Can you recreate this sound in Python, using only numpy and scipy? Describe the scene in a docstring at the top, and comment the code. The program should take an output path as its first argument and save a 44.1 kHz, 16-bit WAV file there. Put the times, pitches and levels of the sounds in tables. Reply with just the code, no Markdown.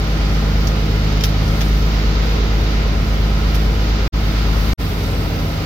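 """On the wet deck of a fishing boat, a stereo microphone above a steady six-cylinder diesel.
Its firings throb through the rumbling hull, with gear whine, a swelling deck hum and the broad roar of
casing and exhaust. The sea hisses alongside; a fish dragged through the deck water splashes now and then.
The sound drops out briefly twice, and after the second dropout the engine is heard from further off."""
import sys
import numpy as np
from scipy import signal
from scipy.fft import rfft, irfft, next_fast_len
from scipy.io import wavfile

SR = 44100
rng = np.random.default_rng(int(sys.argv[2]) if len(sys.argv) > 2 else 0)


def wav_out(sig):
    """Save sig, one row per channel (or a flat mono array), as 16-bit PCM at SR to the path in sys.argv[1]."""
    wavfile.write(sys.argv[1], SR, np.round(np.clip(np.atleast_2d(sig).T, -1, 1) * 32767).astype(np.int16))


N = 249165

# firings below deck: t/s, firing rate/Hz, levels/dB of harmonics 1, 2 and 3
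FIRINGS = [(0, 52.27, -17, -37, -30.5), (0.55, 52.01, -14.5, -29, -24.5), (.95, 52, -17, -25.5, -24.5),
           (1.35, 51.97, -17, -22.5, -21), (1.75, 52.07, -15, -30, -25), (2.4, 52.29, -16, -30.5, -28.5),
           (2.95, 52.29, -16, -29, -29.5), (3.4, 52.31, -15, -32, -26.5), (4.07, 52.29, -16.3, -29, -32),
           (4.73, 52.39, -15.6, -27.5, -28.5), (4.81, 52.02, -22, -33, -30.5),
           (5.25, 51.62, -21, -33, -29.5), (5.65, 52.2, -28, -27, -26)]
# lope of unequal cylinders: multiple of the engine cycle, level near/dB, level further off/dB
LOPE = [(5, -30.5, -40), (8, -39, -49), (9, -30, -30.5), (10, -39, -35), (11, -45, -29), (13, -36, -32),
        (14, -37, -57), (15, -44.5, -43), (16, -38.5, -49), (19, -35, -37.5), (21, -39, -36.5),
        (22, -44, -40.5), (25, -39.5, -55), (27, -37, -37.5), (30, -42.5, -43), (31, -43.0, -36.5),
        (33, -40.5, -42), (34, -42, -43), (36, -45.5, -40.5), (37, -43, -62), (38, -41.5, -61)]
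# gear and valve whine: multiple of the engine cycle, level/dB, left over right/dB
GEAR_WHINE = [(42, -47, 0), (48, -45, -2), (50, -46, 0), (54, -47, 2), (62, -47, 0), (66, -48, 3),
              (75, -52, 0), (78, -46, -1), (90, -48, 0), (93, -52, -3), (104, -53, 4), (108, -53, 4),
              (114, -49, -2), (122, -51, -4), (145, -53, -3), (178, -54, -2)]
# how alike a noise is at the two microphones: f/Hz, correlation
MIC_LIKENESS = [(50, 0.69), (150, 0.99), (300, 1), (500, 0.61), (800, 0.24), (1300, 0.15), (3000, 0.016),
                (15000, .02)]
# the side a noise leans to: f/Hz, left over right/dB
MIC_BALANCE = [(60, 2), (400, -0.5), (900, -0.5), (1700, -1.5), (2400, 0), (3300, -3.5), (4000, -2.5),
               (5900, -5), (6600, 2.5), (7400, 3), (9000, 7.5), (11000, -2.5), (13000, -2.5), (15500, -2)]
# noise spectra of hull, deck, casing with exhaust, and sea: f/Hz, relative level/dB
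HULL_SPECTRUM = [(15, -22), (24, -8), (32, 3), (42, -8), (60, 2.5), (100, 3.5), (160, -6.5), (250, -6.5),
                 (400, -9), (600, -11), (900, -22)]
DECK_SPECTRUM = [(340, -19), (410, -5), (445, 1.5), (500, -3.5), (580, -25)]
ROAR_SPECTRUM = [(240, -52), (400, -2), (527, -10), (608, -13), (694, -8.5), (925, -10.5), (1180, -11),
                 (1290, -11), (1680, -12.5), (2090, -10.5), (2270, -11.5), (2720, -13.5), (4130, -15),
                 (4770, -16), (7000, -26.5), (9100, -63), (15400, -120)]
SEA_SPECTRUM = [(4120, -6), (7000, -15.5), (7370, -4), (8130, -7), (10700, -6), (11700, 0), (13600, 0),
                (15200, 1.5), (15800, -5.5)]
# swells of the deck hum: peak t/s, level/dB, half-width/s
HUM_SWELLS = [(.8, -35, .35), (1.57, -41, 0.13), (2.376, -32, 0.2), (3.75, -34.5, .15), (5.1, -40, .2)]
# resonances of the engine casing: f/Hz, width/Hz, level over the roar/dB
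CASING_MODES = [(640, 40, 3), (820, 60, 2), (1270, 90, 4), (1400, 90, 5), (1550, 30, 2), (1830, 60, 2),
                (2120, 70, 3), (2770, 50, 3), (2930, 80, 2), (3740, 70, 4), (4395, 40, 4), (4700, 120, 2),
                (4880, 60, 3), (5600, 100, 3), (6005, 40, 4), (7350, 120, 3)]
# part of the roar that repeats on every engine cycle: f/Hz, share of the power
ROAR_REPEAT = [(200, 0.6), (500, 0.33), (1200, 0.03), (2500, 0.12), (5000, 0.16)]
# roar and sea around the dropouts: start t/s, roar level/dB, rise/(dB/s), sea level/dB, rise/(dB/s)
BED_LEVELS = [(0, -27.5, .1, -45, 0), (4.1, -29, 5, -46, 5), (4.76, -29, 1, -42.5, -0.3)]
# fish in the deck water: t/s, crack level/dB, smack and spray over crack/dB, decay/s, left over right/dB
FISH_SPLASHES = [(0.67, -25, -12, -12, 0.079, 0), (1.1214, -38, -4, -10.5, .08, -1.5),
                 (1.1654, -37, 0.5, -12, .07, -1), (1.2064, -30, 4, -10, 0.089, 1),
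                 (1.2362, -17.5, -2, -8, 0.061, 3), (1.248, -34, -2, -2, 0.15, 0),
                 (1.288, -35, -8, -12, .06, 1.5), (1.4774, -34, -8, -11, .07, 3),
                 (1.6056, -28, 2, -11, 0.07, 1), (1.612, -29, 2, -10, 0.082, 1),
                 (1.8194, -36, -3, -14, .07, -1), (3.5424, -33.5, 3, -1, 0.092, -1),
                 (3.5493, -36.5, -5, -3, 0.092, 4), (5.0324, -38, -5, -2, .07, -4),
                 (5.3874, -37, -5, -8, .07, -3)]
# noise spectra of the three parts of a splash: f/Hz, relative level/dB
SMACK_SPECTRUM = [(700, -18), (1300, -8), (2200, -1.5), (3000, -2), (3900, -1), (4700, -32)]
CRACK_SPECTRUM = [(3600, -19), (4400, -4), (5300, 1.5), (6300, -4.5), (7500, -17), (8500, -30)]
SPRAY_SPECTRUM = [(4410, -37), (7500, -24), (7740, -11), (8820, -11), (11800, 5.5), (13600, -3),
                  (14900, 9.5), (16000, -22)]
# dropouts: t/s, silence/s, fade-in/s
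GAPS = [(4.0784, 0.043, 0.027), (4.7336, 0.041, 0.038)]

CYLINDERS = 6
HULL_DB, HUM_REST_DB = -26.5, -47
ROAR_RIPPLE_DB, RIPPLE_SPACING_HZ = 1.3, 12   # a fine random ripple roughens the roar's spectrum
SPLASH_RISE_S = 0.0028
RIGHT_LAG_S = 0.00021   # the engine reaches the left microphone first
CUTOFF_HZ = 15900
SIDES = np.array([[1], [-1]])   # left, right


def from_db(db):
    """Gain of a level in dB."""
    return 10 ** (np.asarray(db) / 20)


def rms_one(x):
    """Scale to rms 1."""
    return x / np.sqrt(np.mean(x ** 2) + 1e-20)


def in_time(rows):
    """Columns of a curve table, sample by sample."""
    times, *columns = np.transpose(rows)
    return [np.interp(np.arange(N) / SR, times, column) for column in columns]


def at_hz(points, hz):
    """Read a spectrum on a log-frequency axis."""
    points_hz, values = np.transpose(points)
    return np.interp(np.log(hz), np.log(points_hz), values)


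def drift(rate):
    """Random curve of spread 1, wandering about rate times a second."""
    hop = 40
    pole = np.exp(-2 * np.pi * rate * hop / SR)
    slow = signal.lfilter([1], [1, -2 * pole, pole ** 2], rng.standard_normal(N // hop + 2002))[2000:]
    return np.interp(np.arange(N) / hop, np.arange(len(slow)), rms_one(slow))


def stereo_noise(spectrum, waver_db, cycle=None):
    """Noise at the microphones, rms 1. Given the engine's cycle count, it partly repeats and rings."""
    size = next_fast_len(N)
    hz = np.maximum(np.arange(size // 2 + 1) * SR / size, 1)
    mid, side = rfft(rng.standard_normal((2, size)))
    colour_db = at_hz(spectrum, hz)
    if cycle is not None:
        cycle_samples = round(N / cycle[-1])
        one_cycle = rng.standard_normal((2, cycle_samples))
        looped = rfft(one_cycle[:, (cycle % 1 * cycle_samples).astype(int)], size)
        share = at_hz(ROAR_REPEAT, hz)
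        mid, side = np.sqrt(1 - share) * [mid, side] + np.sqrt(share) * looped
        colour_db += sum(db / (1 + (2 * (hz - f) / width) ** 2) for f, width, db in CASING_MODES)
        ripple_hz = np.arange(0, SR / 2, RIPPLE_SPACING_HZ)
        colour_db += ROAR_RIPPLE_DB * np.interp(hz, ripple_hz, rng.standard_normal(SR)[:len(ripple_hz)])
    alike = at_hz(MIC_LIKENESS, hz)
    pair = np.sqrt(1 + alike) * mid + np.sqrt(1 - alike) * side * SIDES
    pair *= from_db(colour_db + SIDES * at_hz(MIC_BALANCE, hz) / 2)
    noise, together = 0, 1.02 * drift(1.35)   # overlapping octave bands waver partly together
    for octave in range(int(np.log2(spectrum[0][0])), int(np.log2(spectrum[-1][0])) + 2):
        band = np.clip(1 - abs(np.log2(hz) - octave), 0, 1)
        noise = noise + from_db(waver_db * (together + drift(3.3))) * irfft(pair * band, size)[:, :N]
    return rms_one(noise)


def bed_levels():
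    """Roar and sea in dB: a start level and a steady slope in each stretch."""
    t, rows = np.arange(N) / SR, np.array(BED_LEVELS)
    stretch = np.maximum(np.searchsorted(rows[:, 0], t) - 1, 0)
    start_s, roar_db, roar_rise, sea_db, sea_rise = rows[stretch].T
    return roar_db + roar_rise * (t - start_s), sea_db + sea_rise * (t - start_s)


def diesel():
    """Firing harmonics peak together in a pulse, cylinders lope, gears whine; also gives the cycle count."""
    firing_hz, first_db, second_db, third_db = in_time(FIRINGS)
    cycle = np.cumsum(firing_hz) / SR / CYLINDERS
    phase = 2 * np.pi * cycle
    throb = from_db(first_db + 0.81 * drift(3.1)) * np.cos(CYLINDERS * phase)
    for harmonic, db in [(2, second_db), (3, third_db), (4, first_db - 15.5)]:
        throb = throb + from_db(db + drift(2.0)) * np.cos(harmonic * CYLINDERS * phase)
    further_off = np.arange(N) / SR > GAPS[1][0]
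    for multiple, near_db, far_db in LOPE:
        level = from_db(np.where(further_off, far_db, near_db) + 1.6 * drift(5.4))
        throb = throb + level * np.cos(multiple * phase + rng.uniform(0, 2 * np.pi))
    for multiple, db, pan_db in GEAR_WHINE:
        level = from_db(db + SIDES * pan_db / 2 + 1.5 * drift(1.2))
        throb = throb + level * np.cos(multiple * phase + rng.uniform(0, 2 * np.pi))
    sway = from_db(SIDES * (0.02 + 0.37 * drift(3.9)))   # the throb leans from side to side
    return np.sqrt(2) * sway * throb, cycle


def hull_rumble():
    """The hull rumbles low beneath the microphone."""
    return from_db(HULL_DB) * stereo_noise(HULL_SPECTRUM, waver_db=0.7)


def engine_roar(level_db, cycle):
    """Exhaust and ringing casing roar, partly alike on every engine cycle."""
    return from_db(level_db) * stereo_noise(ROAR_SPECTRUM, waver_db=0.5, cycle=cycle)


def sea_wash(level_db):
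    """Water washes along the hull with a high, flickering hiss."""
    return from_db(level_db + 0.74 * drift(60)) * stereo_noise(SEA_SPECTRUM, waver_db=1.37)


def deck_hum():
    """A narrow band of noise in the deck underfoot swells and sinks smoothly."""
    t = np.arange(N) / SR
    swells = sum(from_db(2 * db) * np.exp(-((t - peak_s) / half_s) ** 2) for peak_s, db, half_s in HUM_SWELLS)
    power = from_db(2 * HUM_REST_DB) + swells
    return np.sqrt(power) * stereo_noise(DECK_SPECTRUM, waver_db=0.7)


def fish_splashes():
    """The fish slaps the deck water: a dull smack, a bright crack and spray that lasts a little longer."""
    t, envelopes = np.arange(N) / SR, np.zeros((3, 2, N))
    for start_s, crack_db, smack_db, spray_db, decay_s, pan_db in FISH_SPLASHES:
        age = np.maximum(t - start_s, 0)
        burst = from_db(crack_db + SIDES * pan_db / 2) * np.minimum(age / SPLASH_RISE_S, 1)
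        decays = np.maximum(age - SPLASH_RISE_S, 0) / decay_s
        envelopes[0] += burst * from_db(smack_db - 60 * decays)
        envelopes[1] += burst * from_db(-60 * decays)
        envelopes[2] += burst * from_db(spray_db - 53 * decays)
    noises = [stereo_noise(part, waver_db=0) for part in (SMACK_SPECTRUM, CRACK_SPECTRUM, SPRAY_SPECTRUM)]
    patter = from_db(1.2 * drift(300))
    return patter * (envelopes * noises).sum(axis=0)


def scene():
    """From the deck: engine and boat reach the left microphone first; sea and splashes lie over them."""
    throb, cycle = diesel()
    roar_db, sea_db = bed_levels()
    boat = throb + hull_rumble() + engine_roar(roar_db, cycle)
    sea = sea_wash(sea_db)
    left, right = boat + deck_hum()
    right = np.roll(right, round(RIGHT_LAG_S * SR))
    return np.array([left, right]) + sea + fish_splashes()


def record(dry):
    """The microphone signal drops out abruptly twice and fades back in; the highest treble is cut."""
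    t, gate = np.arange(N) / SR, np.ones(N)
    for start_s, silence_s, fade_s in GAPS:
        recovery = np.clip((t - start_s - silence_s) / fade_s, 0, 1)
        gate *= np.where(t < start_s, 1, np.sin(np.pi / 2 * recovery) ** 2)
    lowpass = signal.ellip(12, .5, 80, CUTOFF_HZ, fs=SR, output="sos")
    return signal.sosfilt(lowpass, gate * dry)


dry = scene()
out = record(dry)
wav_out(out)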